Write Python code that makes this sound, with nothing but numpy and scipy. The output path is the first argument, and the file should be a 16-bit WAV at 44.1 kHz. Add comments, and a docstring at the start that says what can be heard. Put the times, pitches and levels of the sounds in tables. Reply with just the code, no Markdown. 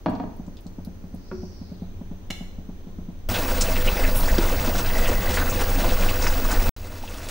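"""Creamy gravy boils in a wok on an induction hob, in three stretches. First, in wide stereo, a spatula knocks
the wok and is laid down, steam leaks and vapour thumps under the sauce. Then, in mono, a full boil: bursting
bubbles plop, fizz and ring the bowl over the fan's drone and draught and the coil's whine. After a short
silence the sound is much quieter, and the boil picks up."""
import sys
import numpy as np
from scipy import signal
from scipy.io import wavfile
from scipy.ndimage import uniform_filter1d

SR = 44100
rng = np.random.default_rng(int(sys.argv[2]) if len(sys.argv) > 2 else 0)


def digitize_waveform(pressure):
    """Quantize a signal to 16-bit integers and store it at the path in sys.argv[1].

    Rows of a 2-D input are taken as channels; values are limited to [-1, 1].
    """
    field = np.atleast_2d(pressure).T
    bounded = np.clip(field, -1, 1)
    quanta = np.round(bounded * 32767).astype(np.int16)
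    wavfile.write(sys.argv[1], SR, quanta)


N = 322306
TIME = np.arange(N) / SR
BOIL_START_S, GAP_START_S, GAP_END_S = 3.288, 6.693, 6.764


def from_db(db):
    """Decibels to gain."""
    return 10 ** (np.asarray(db) / 20)


def unit_rms(x):
    """Scale to rms 1."""
    return x / np.sqrt(np.mean(x ** 2) + 1e-20)


def in_time(rows):
    """Columns of a (t/s, ...) curve at every sample."""
    s, *columns = np.transpose(rows)
    return [np.interp(TIME, s, c) for c in columns]


def at_hz(colour, hz):
    """Level/dB of a spectrum, interpolated in log frequency."""
    points_hz, db = np.transpose(colour)
    return np.interp(np.log(hz), np.log(points_hz), db)


def butter(x, hz, kind, order=2):
    """Causal Butterworth filter."""
    sos = signal.butter(order, np.clip(hz, 5, .48 * SR), kind, fs=SR, output="sos")
    return signal.sosfilt(sos, x + 1e-18)


def drift(rate_hz):
    """Slow random wander, rms 1, drawn every 40 samples."""
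    r = np.exp(-80 * np.pi * rate_hz / SR)
    slow = signal.lfilter([1], [1, -2 * r, r * r], rng.standard_normal(N // 40 + 2002))[2000:]
    return np.interp(np.arange(N) / 40, np.arange(len(slow)), unit_rms(slow))


def ring(x, hz, t60_s):
    """One mode: a unit click starts a decaying sine of height 1."""
    r, w = np.exp(-np.log(1000) / (t60_s * SR)), 2 * np.pi * hz / SR
    return signal.lfilter([0, np.sin(w)], [1, -2 * r * np.cos(w), r * r], x + 1e-18)


def resonant_noise(hz, width_hz):
    """Noise through one resonance; rms 1."""
    return unit_rms(ring(rng.standard_normal(N), hz, np.log(1000) / (np.pi * width_hz)))


def gliding_noise(hz, half_width_hz):
    """Narrow noise band following a pitch; rms 1."""
    carrier = np.sin(2 * np.pi * np.cumsum(hz) / SR)
    return unit_rms(butter(rng.standard_normal(N), half_width_hz, "low") * carrier)


def bands(low_hz, high_hz, count):
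    """Edges and centres of log-spaced bands."""
    edges = np.geomspace(low_hz, high_hz, count + 1)
    return zip(edges, edges[1:], np.sqrt(edges[1:] * edges[:-1]))


def coloured_noise(colour, count):
    """Noise bands following a spectrum; rms 1."""
    out = np.zeros(N)
    for low, high, hz in bands(colour[0][0], colour[-1][0], count):
        out += from_db(at_hz(colour, hz)) * butter(rng.standard_normal(N), [low, high], "band", order=3)
    return unit_rms(out)


def clicks(rows):
    """One impulse per (t/s, level/dB) row."""
    out = np.zeros(N)
    for s, db in rows:
        out[int(s * SR)] += from_db(db)
    return out


def clack(force, t60_s):
    """Contact rattle: each impulse becomes a decaying noise burst of equal energy."""
    burst = rng.standard_normal(SR) * np.exp(-np.log(1000) * TIME[:SR] / t60_s)
    return signal.fftconvolve(force, burst / np.linalg.norm(burst))[:N]


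def spread(mid, side, corner_hz=900, bass_db=-13):
    """Mid and side to stereo: narrow bass, wide treble."""
    treble, bass = butter(side, corner_hz, "high", order=1), butter(side, corner_hz, "low", order=1)
    return mid + (treble + from_db(bass_db) * bass) * [[1], [-1]]


def echoes(x, t60_s):
    """Dense, decaying kitchen reflections; unit-energy response."""
    t = TIME[:SR]
    noise = butter(rng.standard_normal(SR), 17800, "low", order=1)
    tail = noise * np.exp(-np.log(1000) * t / t60_s) * (t > .003)
    return signal.fftconvolve(x, tail / np.linalg.norm(tail))[:N]


def kitchen(x, wet_db, t60_s):
    """Direct sound centred, reflections all around."""
    return spread(x + from_db(wet_db) * echoes(x, t60_s), from_db(wet_db) * echoes(x, t60_s))


def room_tone(rumble_db=-42, tone_db=-73):
    """Kitchen rumble and hiss with a faint, wavering high tone."""
    # room spectrum: f/Hz, density/dB
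    colour = [(40, -5.5), (85, 1.5), (140, -23.5), (200, -11), (350, -16.5), (500, -23), (800, -30),
              (1300, -36), (2500, -41.5), (6000, -47), (8500, -56.5), (16000, -49.5)]
    mid, side = coloured_noise(colour, count=20), coloured_noise(colour, count=20)
    rumble = spread(mid, side, corner_hz=690, bass_db=-11)
    tone = spread(resonant_noise(6140, width_hz=160), resonant_noise(6150, width_hz=110))
    return from_db(rumble_db) * rumble + from_db(tone_db) * tone


def draught(gain_db=-2.5, gust_db=1.0):
    """Fan air buffets the microphone in slow eddies."""
    # draught strength: t/s, level/dB
    strength = [(0, -38), (1.8, -42), (1.9, -34.5), (3.2, -36.5), (3.29, -26), (3.55, -20), (3.68, -18.5),
                (4.32, -13.5), (4.72, -20.5), (4.96, -15), (5.52, -21.5), (5.72, -17.5), (6.68, -15),
                (6.77, -32.5), (7.3, -31.5)]
    # eddy spectrum: f/Hz, density/dB
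    colour = [(12, -2), (18, 0), (24, 9), (33, -26.5), (48, -14.5), (65, -26), (110, -53)]
    eddies = coloured_noise(colour, count=7)
    local_rms = np.sqrt(uniform_filter1d(eddies ** 2, size=SR // 8) + 1e-9)
    gusts = from_db(in_time(strength)[0] + gain_db + gust_db * drift(5.3))
    return gusts * eddies / local_rms


def whine(throb_hz=100, pull_rad=.12, gain_db=0.5):
    """The induction coil sings; rectified mains makes it throb and pulls its pitch."""
    # coil tones: f/Hz, level/dB
    tones = [(11697, -48.5), (15595.5, -35)]
    mains = 2 * np.pi * throb_hz * TIME
    throb = 1 + .38 * np.cos(mains) + .1 * np.cos(2 * mains) + .1 * np.cos(3 * mains)
    wander_rad = .25 * drift(3) + .05 * drift(120) - pull_rad * np.sin(2 * mains)
    coil = sum(from_db(db + gain_db) * np.sin(2 * np.pi * hz * TIME + wander_rad) for hz, db in tones)
    return np.sqrt(2) * throb * coil


def struck(blows, modes, clack_db, clack_top_hz):
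    """Blows on a body; softer contacts excite fewer high modes."""
    force = sum(butter(clicks([(s, db)]), hz, "low", order=1) for s, db, hz in blows)
    body = sum((-1) ** k * from_db(db) * ring(force, hz, t60) for k, (hz, db, t60) in enumerate(modes))
    rattle = butter(clack(force, t60_s=0.049), [700, clack_top_hz], "band", order=3)
    return body + from_db(clack_db) * rattle


def spatula(slap_db=17):
    """The spatula slaps through sauce against the wok, then is laid on the rim and rings hollow."""
    # knocks on the wok: t/s, level/dB, brightness/Hz
    knocks = [(.060, -19, 2800), (.066, -19.5, 870), (0.084, -17.5, 300), (0.1, -25, 250), (.126, -40, 200),
              (0.136, -26, 450), (.199, -28.5, 2000), (.203, -28.5, 600), (.238, -24, 300)]
    # wok modes, damped by the load: f/Hz, level/dB, t60/s
    wok_modes = [(106.5, -19, 0.29), (182.6, -8, 0.22), (220, -3, 0.11), (277, 3, 0.058), (314, -45, 0.1),
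                 (415, -13.5, 0.3), (618, -2.5, 0.087), (720, -2.5, 0.082), (920, 4.5, 0.016),
                 (1250, -1, 0.014), (1710, -6, 0.013), (2050, -10, 0.0075), (2450, -15, 0.013),
                 (4370, -7, 0.0077)]
    # contact with the rim: t/s, level/dB, brightness/Hz
    set_down = [(1.314, -30.5, 2100)]
    # spatula modes: f/Hz, level/dB, t60/s
    handle_modes = [(213, -2, 0.63), (366, -1.5, 0.46), (382.4, 0, 0.28), (541, -3.5, 0.095),
                    (930, -8.5, 0.076), (1120, -5, 0.032), (1410, -1, 0.025), (2030, -27, .04)]
    contacts = sum(butter(clicks([(s, db)]), hz, "low") for s, db, hz in knocks)
    slap = from_db(slap_db) * butter(clack(contacts, t60_s=0.077), [1400, 2600], "band")
    wok = struck(knocks, wok_modes, clack_db=11.5, clack_top_hz=4630)
    stir = kitchen(slap + wok, wet_db=-4.5, t60_s=0.57)
    handle = struck(set_down, handle_modes, clack_db=22, clack_top_hz=2440)
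    return stir + kitchen(handle, wet_db=-7, t60_s=0.39)


def ticks(edge_ratio=1.35, gain_db=26):
    """The moving spatula ticks against bones and metal."""
    # light contacts: t/s, level/dB, f/Hz
    contacts = [(.099, -54, 9500), (.152, -44, 3500), (.366, -61, 12500), (.466, -57, 6210),
                (.570, -44, 3940), (.589, -50, 2980), (.609, -58, 12500), (0.667, -47.5, 4970),
                (.849, -50, 13000), (.849, -47.5, 3950), (1.148, -58, 10000)]
    out = np.zeros(N)
    for s, db, hz in contacts:
        out += butter(clack(clicks([(s, db)]), t60_s=0.0058), [hz / edge_ratio, hz * edge_ratio], "band")
    return kitchen(from_db(gain_db) * out, wet_db=-4, t60_s=0.083)


def thumps(pitch_hz=210, swell_s=0.0023, gain_db=4.5, slap_db=-17, slap_s=0.018, hum_db=-57):
    """Vapour pockets heave under the sauce: a few low cycles, a dull slap, and the wok hums on."""
    # vapour pockets: t/s, level/dB
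    pockets = [(0.395, -30.5), (0.478, -31), (0.66, -33), (0.784, -30), (0.872, -29.5), (1.039, -36),
               (1.14, -29.5), (1.326, -32.5), (1.431, -29), (1.614, -33), (1.717, -32), (1.82, -28.5),
               (2.012, -31.5), (2.112, -30.5), (2.302, -32.5), (2.409, -30), (2.583, -34.5), (2.689, -31),
               (2.869, -34.5), (2.985, -30), (3.085, -29)]
    out, t = np.zeros(N), TIME[:SR // 8]
    swell = (t / swell_s / 2) ** 2 * np.exp(2 - t / swell_s)
    for s, db in pockets:
        hz = pitch_hz * (1 + .025 * rng.standard_normal())
        heave = swell * np.sin(2 * np.pi * hz * t)
        noise = unit_rms(butter(rng.standard_normal(len(t)), [70, 750], "band", order=4))
        slap = from_db(slap_db) * noise * np.exp(-t / slap_s)
        i = int((s - .001) * SR)
        out[i:i + len(t)] += from_db(db + gain_db) * (heave + slap)
    hum = from_db(hum_db) * ring(out, hz=184.8, t60_s=.4)
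    return kitchen(out + hum, wet_db=-12, t60_s=0.059)


def leak(whistle_ratio=1.125, whistle_db=-7):
    """Steam slips through a narrowing gap: a gliding hiss with a faint whistle just above."""
    # steam hiss: t/s, f/Hz, level/dB
    glide = [(1.1, 4620, -77), (1.3, 4970, -62), (1.49, 5310, -60.5), (1.74, 4440, -64.5),
             (1.95, 3420, -72)]
    hz, level_db = in_time(glide)
    hiss = gliding_noise(hz, half_width_hz=650)
    whistle = gliding_noise(whistle_ratio * hz, half_width_hz=40)
    flow = from_db(level_db - level_db.max())
    return from_db(level_db) * (hiss + from_db(whistle_db) * flow * whistle)


def clink(crack_db=14):
    """A utensil hits hard: a short crack and bright, quickly damped modes."""
    # contacts of one clink: t/s, level/dB
    contacts = [(2.3035, -31.5), (2.3065, -25), (2.3145, -34.5)]
    # utensil modes: f/Hz, level/dB, t60/s
    modes = [(860, -10, 0.023), (1310, -17, 0.017), (2200, -1.5, 0.059), (2920, 0.5, 0.024),
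             (3500, -5.5, 0.023), (4070, -8, 0.032), (4930, -15, 0.017), (5480, -8.5, 0.016),
             (6100, -16, .012), (6900, -16, 0.018), (8900, -17, .01), (12700, -13, 0.0088),
             (14700, -14, .008)]
    force = clicks(contacts)
    body = sum(from_db(db) * ring(force, hz, t60) for hz, db, t60 in modes)
    crack = from_db(crack_db) * butter(clack(force, t60_s=0.034), [1500, 7200], "band")
    return kitchen(body + crack, wet_db=-5, t60_s=.6)


def fan():
    """The fan drones in the resonances of the hob's case."""
    # case resonances: f/Hz, width/Hz, level/dB
    modes = [(79.8, 5.8, -33.5), (104.5, 8.9, -37.5), (187, 14.7, -39), (263, 7.3, -44), (509, 8.4, -43)]
    return sum(from_db(db) * resonant_noise(hz, width) for hz, width, db in modes)


def vigour(rise_db_per_s=12.5):
    """Plop and fizz level/dB per sample: steady at full boil, low but rising after the gap."""
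    quiet, rise_db = TIME > GAP_START_S, rise_db_per_s * (TIME - GAP_END_S)
    return np.where(quiet, -49 + rise_db, -32), np.where(quiet, -52 + rise_db, -37)


def boil(per_s_at_1khz=130, size_db=3, t60_cycles=20, cluster_db=4, wash_db=-6, flicker_db=1):
    """Bubbles burst in clusters: few large low plops, many small bright ones, a wash of the tiniest."""
    # boil spectrum: f/Hz, density/dB
    colour = [(130, -23.5), (250, 1.5), (420, -7), (550, 1.5), (900, -6), (1500, -7), (2200, -11.5),
              (3400, -12), (5800, -11), (9500, -19.5), (12000, -20), (15000, -26)]
    plops, fizz = np.zeros(N), np.zeros(N)
    clusters = from_db(cluster_db * drift(20))
    for low, high, hz in bands(135.5, 15500, count=30):
        bursts = rng.random(N) < clusters * per_s_at_1khz * (hz / 1000) ** .55 / SR
        sizes = from_db(size_db * np.minimum(rng.exponential(1, N), 4))
        signs = np.sign(rng.random(N) - .5)
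        grains = unit_rms(butter(ring(bursts * sizes * signs, hz, t60_cycles / hz), hz / 2, "high"))
        wash = unit_rms(butter(rng.standard_normal(N), [low, high], "band"))
        gain = np.sqrt(high - low) * from_db(at_hz(colour, hz) + flicker_db * drift(24))
        band = gain * (grains + from_db(wash_db) * wash)
        fizz_share = np.clip(np.log2(hz / 1700), 0, 1)
        plops += (1 - fizz_share) * band
        fizz += fizz_share * band
    plop_db, fizz_db = vigour()
    plops /= butter(plops, [300, 2000], "band").std()
    fizz /= butter(fizz, [3000, 10000], "band").std()
    bubbles = from_db(plop_db) * plops + from_db(fizz_db) * fizz
    return bubbles + from_db(-13) * echoes(bubbles, t60_s=0.081)


def bowl(x, direct_db):
    """Bursts in the sauce ring in the bowl of the wok."""
    # bowl resonances: f/Hz, width/Hz, gain/dB
    modes = [(259, 36, -9), (342.6, 15, 3.5), (381, 19, -13.5), (496, 15.4, 1.5), (583, 18, -16),
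             (730, 27, -6.5), (956, 22, -2), (1455, 166, -11), (2030, 68, -8), (2617, 190, -4)]
    out = from_db(direct_db) * x
    for hz, width, db in modes:
        out += from_db(db) * signal.lfilter(*signal.iirpeak(hz, hz / width, fs=SR), x)
    return out


def lesser_pops(per_s=9, offset_db=-4, scatter_db=.5, low_hz=478, high_hz=7250, octaves=.21, rise_s=.0068):
    """Rows for pops(): random lesser bubbles that follow the plop level."""
    length_s = TIME[-1] - BOIL_START_S
    when, size, pitch = rng.random((int(per_s * length_s), 3)).T
    times_s = BOIL_START_S + when * length_s
    levels_db = np.interp(times_s, TIME, vigour()[0]) + offset_db + scatter_db * (2 * size - 1)
    pitches_hz = low_hz * (high_hz / low_hz) ** pitch
    return [(s, db, hz, octaves, rise_s) for s, db, hz in zip(times_s, levels_db, pitches_hz)]


def pops(grain_db=3, swell_cycles=0.14, gain_db=-2):
    """Each burst is a quick swell of uneven droplets around one pitch; big, low bubbles open slower."""
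    # largest bubbles and steam spits: t/s, level/dB, f/Hz, half-width/octaves, rise/s
    largest = [(3.338, -24, 2480, 0.88, 0.012), (3.607, -18.5, 5900, 0.43, 0.0087),
               (3.754, -27, 2440, 0.42, 0.0067), (3.872, -23, 2660, .23, 0.0081),
               (3.968, -29.5, 2100, 0.26, 0.0073), (3.989, -23, 540, 0.17, 0.0045),
               (4.036, -25, 1900, 0.26, .009), (4.15, -26, 11400, 0.27, .024),
               (4.282, -27.5, 1700, .3, 0.0095), (4.376, -17.5, 248, 0.78, 0.0083),
               (4.381, -22.5, 1800, 1.46, 0.0045), (4.602, -24, 110, 0.54, .012),
               (4.673, -25.5, 252, 0.24, 0.0068), (4.777, -27, 4170, 0.74, .008),
               (5.051, -28.5, 2520, 0.41, 0.0088), (5.082, -23, 510, 0.27, 0.014),
               (5.335, -27, 5000, 0.84, 0.012), (5.368, -21.5, 1340, 0.78, 0.0099),
               (5.41, -24.5, 1400, 0.21, 0.007), (5.496, -28.5, 6700, 0.26, 0.0068),
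               (5.835, -24, 650, 0.77, .016), (5.888, -29, 3200, 0.46, 0.0091),
               (6.022, -29, 2450, 0.1, 0.0029), (6.085, -27, 2750, 0.35, 0.0069),
               (6.216, -28.5, 5670, 0.28, 0.014), (6.266, -20, 1500, 0.7, 0.0029),
               (6.269, -25.5, 5450, 0.25, 0.0065), (6.503, -25.5, 1080, 0.77, 0.012),
               (6.51, -27.5, 6000, 0.46, 0.0098), (7.036, -31.5, 860, .35, 0.0025),
               (7.074, -39, 2980, 0.22, .004), (7.285, -31.5, 4000, 1.2, .007)]
    out, t = np.zeros(N + SR), TIME[:SR // 4]
    for s, db, hz, octaves, rise_s in list(largest) + lesser_pops():
        noise = rng.standard_normal(len(t))
        grain = from_db(grain_db * np.repeat(rng.standard_normal(len(t)), 40)[:len(t)])
        droplets = butter(noise * grain, [hz / 2 ** octaves, hz * 2 ** octaves], "band")
        age = t / (rise_s + swell_cycles / hz)
        swell = age * np.exp(1 - age)
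        splatter = unit_rms(swell * droplets) * swell.std()
        i = int(s * SR)
        out[i:i + len(t)] += from_db(db + gain_db) * splatter
    return out[:N]


def singing():
    """Steam at the edge of the boil holds a breathy pitch for half a second."""
    # steam note: t/s, f/Hz, level/dB
    note = [(4.84, 1897, -71), (4.92, 1970, -37), (5.15, 1974, -41), (5.36, 2000, -39.5), (5.44, 1960, -76)]
    hz, level_db = in_time(note)
    return from_db(level_db) * gliding_noise(hz, half_width_hz=93)


def scene(early_whine_db=-36, late_whine_db=-17, late_fan_db=-14, boil_room_db=1):
    """Quiet stirring in stereo, then the boil in mono, broken by a short silence."""
    early, late = TIME < BOIL_START_S, TIME > GAP_END_S
    loud = ~early & (TIME < GAP_START_S)
    room = room_tone()
    stirring = room + spatula() + ticks() + clink() + thumps() + spread(leak(), leak())
    boiling = bowl(boil() + pops(), direct_db=-1) + singing() + from_db(boil_room_db) * room.mean(axis=0)
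    hob = fan() * (loud + late * from_db(late_fan_db))
    coil = whine() * (loud + early * from_db(early_whine_db) + late * from_db(late_whine_db))
    return early * stirring + (loud | late) * boiling + hob + coil + (early | loud | late) * draught()


def record(dry):
    """Steep elliptic low-pass."""
    cutoff_hz = 15760
    return signal.sosfilt(signal.ellip(12, .1, 70, cutoff_hz, fs=SR, output="sos"), dry)


dry = scene()
out = record(dry)
digitize_waveform(out)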